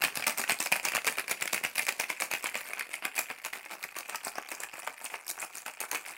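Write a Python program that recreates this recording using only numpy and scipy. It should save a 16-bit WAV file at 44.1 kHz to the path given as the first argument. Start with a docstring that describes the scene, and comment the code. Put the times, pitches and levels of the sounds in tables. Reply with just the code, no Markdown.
"""A small room, with the microphone hearing far more of the source than of its echoes.
Ice and drink are shaken hard in a steel cocktail shaker, about eight strokes a second.
At the end of each stroke the load lands: a swarm of small chips, a splash, and a few loud knocks of whole cubes.
Every contact thuds on the hand-damped can, rings its wall for a few milliseconds and ticks.
Stragglers, grazing pieces and fizzing droplets fill the gaps, over quiet room air."""
import sys
import numpy as np
from scipy import signal
from scipy.fft import rfft, irfft
from scipy.io import wavfile
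from scipy.ndimage import uniform_filter1d

SR = 44100
rng = np.random.default_rng(int(sys.argv[2]) if len(sys.argv) > 2 else 0)


def store_wav(level_fs):
    """Save 16-bit WAV to argv[1]."""
    pcm = np.round(np.clip(np.atleast_2d(level_fs), -1, 1) * 32767)
    wavfile.write(sys.argv[1], SR, pcm.T.astype(np.int16))


N = 272097


def amp(db):
    """Amplitude factor of a level in dB."""
    return 10 ** (np.asarray(db) / 20)


def unit(x):
    """Scales each row to an energy of one."""
    return x / np.sqrt(np.sum(x ** 2, axis=-1, keepdims=True) + 1e-20)


def read(points, hz):
    """A table's value along a logarithmic frequency axis."""
    f, value = np.transpose(points)
    return np.interp(np.log(hz + 1), np.log(f), value)


def add(mix, s, sound):
    """Mixes a sound in at time s."""
    part = mix[max(round(s * SR), 0):][:len(sound)]
    part += sound[:len(part)]


def coloured(x, db):
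    """Causal (minimum-phase) filter with the gain db on the bins of each row."""
    size = x.shape[-1]
    cepstrum = irfft(np.log(amp(db)), size)
    # folding the cepstrum forward puts the whole response after the blow
    cepstrum[..., 1:size // 2] *= 2
    cepstrum[..., size // 2 + 1:] = 0
    return irfft(rfft(x) * np.exp(rfft(cepstrum)), size)


TICK_SQUARENESS = 0.14  # share of the squareness that also sharpens the tick


def blow(force_db, squareness_db, bright_db):
    """Levels (thud, ring, tick) of a contact: a square blow thuds, a glancing one rings the wall."""
    thud_db = force_db + squareness_db
    ring_db = force_db - squareness_db
    tick_db = force_db + TICK_SQUARENESS * squareness_db + bright_db
    return np.stack([thud_db, ring_db, tick_db], -1)


# loud knocks of whole cubes: (time [s], force before the level trims [dB],
# squareness [dB]: + flat on the end of the can, - glancing off the wall, brightness of the tick [dB])
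CUBE_KNOCKS = [(0.02, -31, -6, 3), (0.038, -27, -4.5, 1.5), (0.048, -32.5, -7, 5), (0.155, -42.5, -2.5, 12),
               (0.1725, -33, -1, 3), (0.224, -37.5, -6.5, -2), (0.24, -39.5, -8.5, 3),
               (.268, -27, -4.5, 2.5), (.279, -31, 1.5, 5.5), (0.295, -37.5, -4, 6),
               (0.3829, -42.5, 5, 13.5), (0.3945, -35.5, 5, 3), (.4382, -40, -11, 2),
               (0.477, -43.5, -9, -2), (0.4951, -27, -3, -1), (.5058, -29.5, -4, 1.5),
               (.5198, -32.5, -4, -6), (0.6023, -40.5, 7.5, 14), (.6611, -35.5, -0.5, 0),
               (.7228, -22.5, -2, -0.5), (.731, -36, -8.5, -8), (.763, -38.5, -4, 8),
               (0.8514, -31.5, -1.5, 8), (.9196, -38.5, -3.5, 3), (0.935, -36, -4.5, -11),
               (0.9498, -32, 2.5, 4), (0.9577, -31, -0.5, 1.5), (.967, -34, -8.5, 4), (1.0679, -33, 0, 8),
               (1.0752, -28, -3.5, 1.5), (1.0817, -32, -8.5, -4), (1.1838, -31.5, -3.5, -1),
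               (1.1948, -38.5, -7.5, 7.5), (1.28, -40, -6.5, 4), (1.296, -39, -2.5, 5.5),
               (1.311, -31.5, -0.5, 5.5), (1.316, -35, -3, 5.5), (1.4235, -30.5, -4, 2.5),
               (1.4564, -46.5, 4.5, 10.5), (1.4762, -39.5, -9.5, 6), (1.5311, -31.5, -0.5, 7),
               (1.5446, -33.5, -5.5, 6.5), (1.5776, -39, -7.5, -3), (1.6378, -33.5, -5, 1),
               (1.6492, -29.5, -4.5, -2.5), (1.7815, -33.5, -5, 6.5), (1.794, -34.5, -8.5, -2),
               (1.8892, -28.5, -5.5, 1.5), (1.9984, -30, -2, 3), (2.0091, -40.5, -6, 6),
               (2.0401, -44.5, -13, 5), (2.1008, -30, -2.5, -0.5), (2.201, -40, -10, 6),
               (2.2209, -29.5, -3, 0), (2.3137, -35.5, -1.5, 4), (2.3365, -30, -2.5, -1),
               (2.4411, -35, 2, 3), (2.458, -33.5, -6, -14), (2.4695, -38, -3, 0), (2.554, -36.5, -6, -3),
               (2.733, -37, -4, -1.5), (2.794, -41, -5, 8), (2.8088, -34.5, -4, -6),
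               (2.9396, -36, -6, -0.5), (3.0236, -40, -1.5, -14), (3.0521, -30.5, -4.5, -0.5),
               (3.1791, -35, -6.5, -3), (3.1893, -33, -4, 4.5), (3.301, -36.5, -3, -12),
               (3.449, -38, -2, 5), (3.46, -36.5, 0, -1), (3.533, -38.5, -7, -3), (3.659, -46.5, 2, -7),
               (3.8379, -40.5, -6.5, 4.5), (3.954, -46.5, -4.5, -3), (3.9655, -43, 5, 3),
               (4.0955, -39.5, 1, 4), (4.1464, -36, 2.5, -9), (4.157, -44.5, -5, 12.5),
               (4.2693, -39.5, 7, -2), (4.2806, -44.5, -1, 8), (4.3549, -45, 0.5, 3),
               (4.3824, -36, 6.5, -6), (4.4877, -47, -2.5, 6), (4.5164, -41, -3, 5), (4.602, -50.5, 6, 15),
               (4.6345, -37.5, -3.5, 2.5), (4.793, -46.5, 4.5, 3.5), (4.8747, -31.5, 2, -8),
               (5.052, -51.5, 4, 16.5), (5.0602, -42.5, -6.5, -1), (5.1405, -35, 0.5, -16),
               (5.267, -52, 0, 11), (5.28, -54, 0, 19), (5.2932, -49.5, 3, 16.5), (5.3006, -53.5, -3, 24),
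               (5.3118, -47.5, 2, 15), (5.3776, -48, 6.5, -5), (5.4172, -45, -3, 7), (5.4252, -37, -2, -6),
               (5.6623, -39, -2.5, 0), (5.6799, -39, 1, -4), (5.8048, -42.5, -1, 8),
               (5.8125, -38.5, 0.5, 0), (5.9153, -40, -5.5, -2), (5.9303, -40.5, 5, 0),
               (5.947, -32, -0.5, -2.5), (5.9571, -36.5, -5.5, -7)]
CORNER_S = .0017  # a cube's second corner lands about this long after its first
HARD_DB, SLUSH_PER_DB = -31.5, .5  # the faster a cube flies, the more slush it pushes ahead


def cubes(thud_db=-1, ring_db=-1, tick_db=-1.5, second_db=-5, bounce_db=-12, bounce_s=.007, slush_db=-12, slush_s=.004):
    """A whole cube pushes slush ahead of it, lands on one corner, then on a second, and bounces once."""
    times, force_db, squareness_db, bright_db = np.transpose(CUBE_KNOCKS)
    levels_db = blow(force_db, squareness_db, bright_db) + [thud_db, ring_db, tick_db]
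    # each delay varies by half either way
    chance = rng.uniform(.5, 1.5, (len(times), 3))
    more_slush_db = SLUSH_PER_DB * (force_db[:, None] - HARD_DB)
    slush = contacts(times - slush_s * chance[:, 0], levels_db + slush_db + more_slush_db)
    first_corner = contacts(times, levels_db)
    second_corner = contacts(times + CORNER_S * chance[:, 1], levels_db + second_db)
    bounce = contacts(times + bounce_s * chance[:, 2], levels_db + bounce_db)
    return slush + first_corner + second_corner + bounce


# held level, the small ice skids along the wall; raised, it drops flat on the end: (time [s], squareness [dB])
LANDING_SQUARENESS = [(0, -2), (1.7, -4), (3, -3.5), (3.7, 0), (4.3, 0.5), (5.2, .5), (6.1, -0.5)]


def landing(s):
    """How squarely the small ice lands at time s, in dB."""
    return np.interp(s, *np.transpose(LANDING_SQUARENESS))


# strokes, forth and back in turn: (time the load lands [s], lead of its first pieces [s],
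# strength before the level trims [dB], brightness of its ticks [dB])
SHAKE_STROKES = [(.036, .017, -37, 1), (.178, 0.022, -44, 1), (.282, 0.017, -39.5, 0.5),
                 (.398, .028, -40, 5.5), (.507, 0.031, -38, 0.5), (.629, 0.028, -39.5, 5),
                 (.735, .013, -39.5, 0), (.855, 0.028, -39, 1), (0.959, 0.021, -41, -13),
                 (1.078, 0.033, -38, 3), (1.19, 0.02, -44.5, -2), (1.314, .024, -44.5, -1),
                 (1.424, .028, -42.5, -1), (1.546, 0.02, -42, 5), (1.65, 0.019, -45, 0),
                 (1.792, 0.039, -40, 4.5), (1.89, 0.025, -43, 3), (2.008, .016, -45, 4),
                 (2.106, 0.022, -46, 2), (2.226, 0.026, -42, 4.5), (2.334, .026, -40, -2.5),
                 (2.462, .018, -45, 3), (2.573, 0.036, -40.5, 1.5), (2.7, 0.054, -46.5, 2),
                 (2.801, 0.034, -44, -13), (2.94, 0.039, -47.5, 2.5), (3.054, .03, -43.5, -9),
                 (3.189, 0.039, -40, 6.5), (3.307, .02, -44.5, -5.5), (3.458, 0.017, -47, 1),
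                 (3.556, .026, -45, -1), (3.722, .02, -46, 1.5), (3.841, 0.026, -47.5, 0.5),
                 (3.988, .028, -47, 3.5), (4.133, 0.051, -45, -7), (4.273, .042, -49, 7.5),
                 (4.386, 0.033, -49.5, -14), (4.526, .018, -48, 1), (4.63, 0.032, -47, -2.5),
                 (4.762, 0.031, -49, 0.5), (4.877, 0.062, -48.5, -3.5), (5.057, 0.044, -48.5, 6),
                 (5.137, 0.041, -45, -3.5), (5.298, .02, -53, 6), (5.42, 0.033, -44.5, 4),
                 (5.588, 0.045, -48, 8), (5.68, 0.025, -46, -5), (5.822, 0.019, -44.5, 4),
                 (5.949, 0.036, -41.5, 4), (6.089, .034, -45, 2.5)]
SCATTER_S = .038  # nominal time over which the load goes on arriving, before each swarm's linger factor
USUAL_DB, STRETCH_PER_DB = -44, 0.07  # a stroke above the usual strength lets the load straggle for longer


def swarm(count, spread_db, trim_db, edge, linger, variety_db):
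    """Many contacts a stroke, swelling to the moment when the load lands and trailing off after it."""
    all_times, all_db = [], []
    for s, lead_s, strength_db, bright_db in SHAKE_STROKES:
        trail_s = linger * SCATTER_S * np.exp(STRETCH_PER_DB * (strength_db - USUAL_DB))
        # one contact at random in each equal slice of the swarm
        progress = (np.arange(count) + rng.random(count)) / count
        late_s = (lead_s + trail_s) * progress - lead_s
        swell = np.interp(late_s, [-lead_s, 0, trail_s], [edge, 1, edge ** 2])
        sizes = unit(swell * amp(spread_db * rng.uniform(-1, 1, count)))
        force_db = strength_db + 20 * np.log10(abs(sizes) + 1e-9)
        levels_db = blow(force_db, landing(s), bright_db)
        all_times.append(s + late_s)
        all_db.append(levels_db + variety_db * rng.standard_normal((count, 3)) + trim_db)
    return contacts(np.concatenate(all_times), np.concatenate(all_db))


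def chips(thud_db=6.5, ring_db=6, tick_db=6.5):
    """Smaller pieces of ice clatter in around the cubes."""
    trim_db = [thud_db, ring_db, tick_db]
    return swarm(count=14, spread_db=8, trim_db=trim_db, edge=0.81, linger=.85, variety_db=4.5)


def splash(thud_db=-1, ring_db=-2, tick_db=0):
    """Drink and slush break on the steel in a dense fine spray."""
    trim_db = [thud_db, ring_db, tick_db]
    return swarm(count=30, spread_db=7, trim_db=trim_db, edge=0.46, linger=1.2, variety_db=3.0)


def stragglers(count=2, trim_db=-9, spread_db=3, squareness_db=-3, bright_db=-2, soonest=.25, latest=0.98):
    """As the can turns back, a few pieces that lag behind the load glance off the side wall."""
    stroke_s, _, strength_db, _ = np.transpose(SHAKE_STROKES)
    # soonest and latest are shares of the gap to the next stroke
    share = rng.uniform(soonest, latest, (len(stroke_s) - 1, count))
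    times = (stroke_s[:-1, None] + np.diff(stroke_s)[:, None] * share).ravel()
    force_db = np.interp(times, stroke_s, strength_db) + trim_db
    force_db += spread_db * rng.standard_normal(len(times))
    return contacts(times, blow(force_db, squareness_db + landing(times), bright_db))


def tumble(count=330, thud_db=-58, ring_db=-51, tick_db=-59, spread_db=4, follow=0.2):
    """All the while loose pieces graze the side wall, a little harder when the shaking is harder."""
    times = (np.arange(count) + rng.random(count)) / count * N / SR
    stroke_s, _, strength_db, _ = np.transpose(SHAKE_STROKES)
    effort_db = follow * np.interp(times, stroke_s, strength_db - USUAL_DB)
    spread = spread_db * rng.standard_normal((count, 3))
    return contacts(times, effort_db[:, None] + spread + [thud_db, ring_db, tick_db])


def slosh(count=1100, thud_db=-66, ring_db=-63, tick_db=-62, spread_db=7.5):
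    """Drink and slush never rest: a faint fizz of droplets runs on between the strokes."""
    times = rng.uniform(0, N / SR, count)
    return contacts(times, spread_db * rng.standard_normal((count, 3)) + [thud_db, ring_db, tick_db])


# the shaker goes from level beside the shoulder to overhead, and turns other sides to the microphone:
# (time [s], thud pitch [factor], bass [dB], typical tick pitch [Hz], height of that tick peak [dB], top treble [dB])
SHAKER_POSE = [(0, 0.97, 4, 4960, 3.5, 1), (.9, 0.89, 0, 8040, 4, 0), (1.4, 0.85, 4, 6600, 0.5, 0.5),
               (2.2, 0.88, 2, 7050, 4, 3), (3.1, 0.94, -4, 9700, 9, 3), (3.7, 1.06, 0, 8900, -2.5, 3),
               (4.2, 0.98, -4, 6540, 14.5, 7.5), (5.3, 0.99, -3.5, 7720, 12, 7),
               (6.1, 1.05, -2.5, 8050, 7, 4.5)]
CONTACT_S = .005  # the levels of a contact are means over this time


def contacts(times, levels_db, size=1024):
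    """One sound for each row of (thud, ring, tick) levels; each spot on the can has its own colour."""
    count, t, hz = len(times), np.arange(size) / SR, np.fft.rfftfreq(size, 1 / SR)
    pose_s, *pose = np.transpose(SHAKER_POSE)
    pitch, bass_db, tick_hz, peak_db, treble_db = (np.interp(times, pose_s, column) for column in pose)
    thud = thuds(t, hz, count, pitch, bass_db)
    ring = rings(t, count)
    tick = ticks(t, hz, count, tick_hz, peak_db, treble_db)
    levels = amp(np.transpose(levels_db))
    parts = [unit(part) * level[:, None] for part, level in zip((thud, ring, tick), levels)]
    sounds = sum(parts) * np.sqrt(CONTACT_S * SR)
    out = np.zeros(N)
    for s, sound in zip(times, sounds):
        add(out, s, sound)
    return out


def crunch(t, count, decay_s):
    """The force of a contact: it builds within a moment, then crumbles away."""
    lasts = decay_s * np.exp(0.45 * rng.standard_normal((count, 1)))
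    return rng.standard_normal((count, len(t))) * np.sqrt(t / lasts) * np.exp(-t / lasts)


def hump(hz, centres_hz, octaves):
    """One bell-shaped resonance for each contact."""
    return np.exp(-.5 * (np.log2((hz + 1) / centres_hz[:, None]) / octaves) ** 2)


# colour of the dull blow on the filled can, before the pose shifts its pitch: (frequency [Hz], level [dB])
THUD_COLOUR = [(30, -35), (90, -19.5), (170, -10.5), (280, -4), (480, -4), (760, 1.5), (980, 0),
               (1300, 0.5), (1750, -4.5), (3200, -34)]


def thuds(t, hz, count, pitch, bass_db):
    """The filled, hand-damped can takes the blow dully, with one resonance set by the spot struck."""
    colour_db = read(THUD_COLOUR, hz / pitch[:, None])
    colour_db += bass_db[:, None] / (1 + (hz / 300) ** 4)
    colour_db += 4 * hump(hz, pitch * rng.uniform(525, 1560, count), octaves=0.5)
    return coloured(crunch(t, count, decay_s=.0012), colour_db)


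# modes of the steel wall, damped by hand and drink, before the drink shifts them:
# (frequency [Hz], level [dB], 60 dB decay time [s])
WALL_MODES = [(1570, -7.5, 0.0085), (1867, 0, 0.0057), (2064, -5.5, 0.011), (2350, -2.5, 0.017),
              (2480, -4, 0.015), (2753, -7.5, 0.009), (3210, -9, 0.0061), (4600, -7, 0.004)]


def rings(t, count):
    """The steel wall rings in a few strongly damped modes."""
    ring = np.zeros((count, len(t)))
    for mode_hz, db, t60 in WALL_MODES:
        # drink washing over the wall shifts its modes; the spot struck sets their strength and phase
        load, spot = rng.standard_normal((count, 1)), rng.uniform(0.27, 1, (count, 1))
        cycles = mode_hz * (1 + 0.068 * load) * t + rng.random((count, 1))
        ring += spot * amp(db - 60 * t / t60) * np.sin(2 * np.pi * cycles)
    # the blow takes a moment to spread round the wall
    return ring * (1 - np.exp(-(t / 0.00039) ** 2))


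# colour of the crack of ice on steel: (frequency [Hz], level [dB])
TICK_COLOUR = [(1200, -25), (2800, -21), (3600, -3), (4600, 1), (6300, -1.5), (9000, 1.5), (11500, -2),
               (15800, -6)]
TREBLE_HZ = 12200  # above this the ticks depend on how the shaker is held


def ticks(t, hz, count, tick_hz, peak_db, treble_db):
    """Ice cracks briefly on steel; the size of the piece sets the pitch of its tick."""
    piece_hz = tick_hz * np.exp(0.21 * rng.standard_normal(count))
    colour_db = read(TICK_COLOUR, hz) + peak_db[:, None] * hump(hz, piece_hz, octaves=0.19)
    colour_db += treble_db[:, None] / (1 + (TREBLE_HZ / (hz + 1)) ** 6)
    return coloured(crunch(t, count, decay_s=0.00072), colour_db + cube_modes(count, len(hz)))


def cube_modes(count, size):
    """Every piece of ice has its own crowd of damped modes: a random ripple of its colour, in dB."""
    ripple = rng.standard_normal((count, size))
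    for _ in range(2):
        ripple = uniform_filter1d(ripple, size=28, axis=1)
    return 4.5 * ripple / ripple.std()


# reverberation of the room: (frequency [Hz], 60 dB decay time [s])
ROOM_DECAY = [(150, 0.35), (600, 0.36), (2500, 0.25), (8000, 0.31), (16000, 0.23)]


def room(x, early_db=-14, tail_db=-11, count=8):
    """A few echoes from the near walls and shelves, then a short diffuse tail."""
    t = np.arange(SR // 2) / SR
    hz, frame_s, z = signal.stft(rng.standard_normal(len(t)), SR, nperseg=256)
    decay = amp(-60 * frame_s / read(ROOM_DECAY, hz)[:, None])
    tail = signal.istft(z * decay, SR, nperseg=256)[1][:len(t)]
    tail *= 1 - np.exp(-t / 0.00057)
    early = np.zeros(len(t))
    early[(rng.uniform(.003, .018, count) * SR).astype(int)] = rng.choice([-1, 1], count)
    response = amp(early_db) * unit(early) + amp(tail_db) * unit(tail)
    return signal.fftconvolve(x, response)[:N]


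# colour of the background air, before it is set to its level: (frequency [Hz], density [dB per Hz])
AIR_COLOUR = [(20, -15), (45, 15), (60, 3), (80, -12), (200, -12), (1000, -4.5), (16000, -27)]


def air(level_db=-72):
    """The quiet steady background of the room: coloured noise."""
    colour = amp(read(AIR_COLOUR, np.fft.rfftfreq(N, 1 / SR)))
    noise = irfft(rfft(rng.standard_normal(N)) * colour, N)
    return amp(level_db) * unit(noise) * np.sqrt(N)


def scene(count=5, rounds_hz=1.299):
    """The shaker moves about, so its echoes keep changing between a few patterns."""
    shaker = cubes() + chips() + splash() + stragglers() + tumble() + slosh()
    # the patterns take turns in a ring, each fading into the next
    turn = np.arange(N) / SR * rounds_hz * count
    apart = abs((turn - np.arange(count)[:, None] + count / 2) % count - count / 2)
    shares = np.cos(np.pi / 2 * np.minimum(apart, 1))
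    echoes = sum(room(shaker * share) for share in shares)
    return (shaker + echoes + air())[None]


EDGE_HZ = 15900  # upper band limit of the recorder


def record(dry, low_cut_hz=70, ceiling_db=-10):
    """The microphone's bass roll-off, soft overload on the hardest knocks, and the recorder's band limit."""
    thin = signal.sosfilt(signal.butter(2, low_cut_hz, "highpass", fs=SR, output="sos"), dry)
    rounded = amp(ceiling_db) * np.tanh(thin / amp(ceiling_db))
    band_limit = signal.firwin(511, EDGE_HZ, window=("kaiser", 9), fs=SR)
    return signal.oaconvolve(rounded, band_limit[None], "same")


dry = scene()
out = record(dry)
store_wav(out)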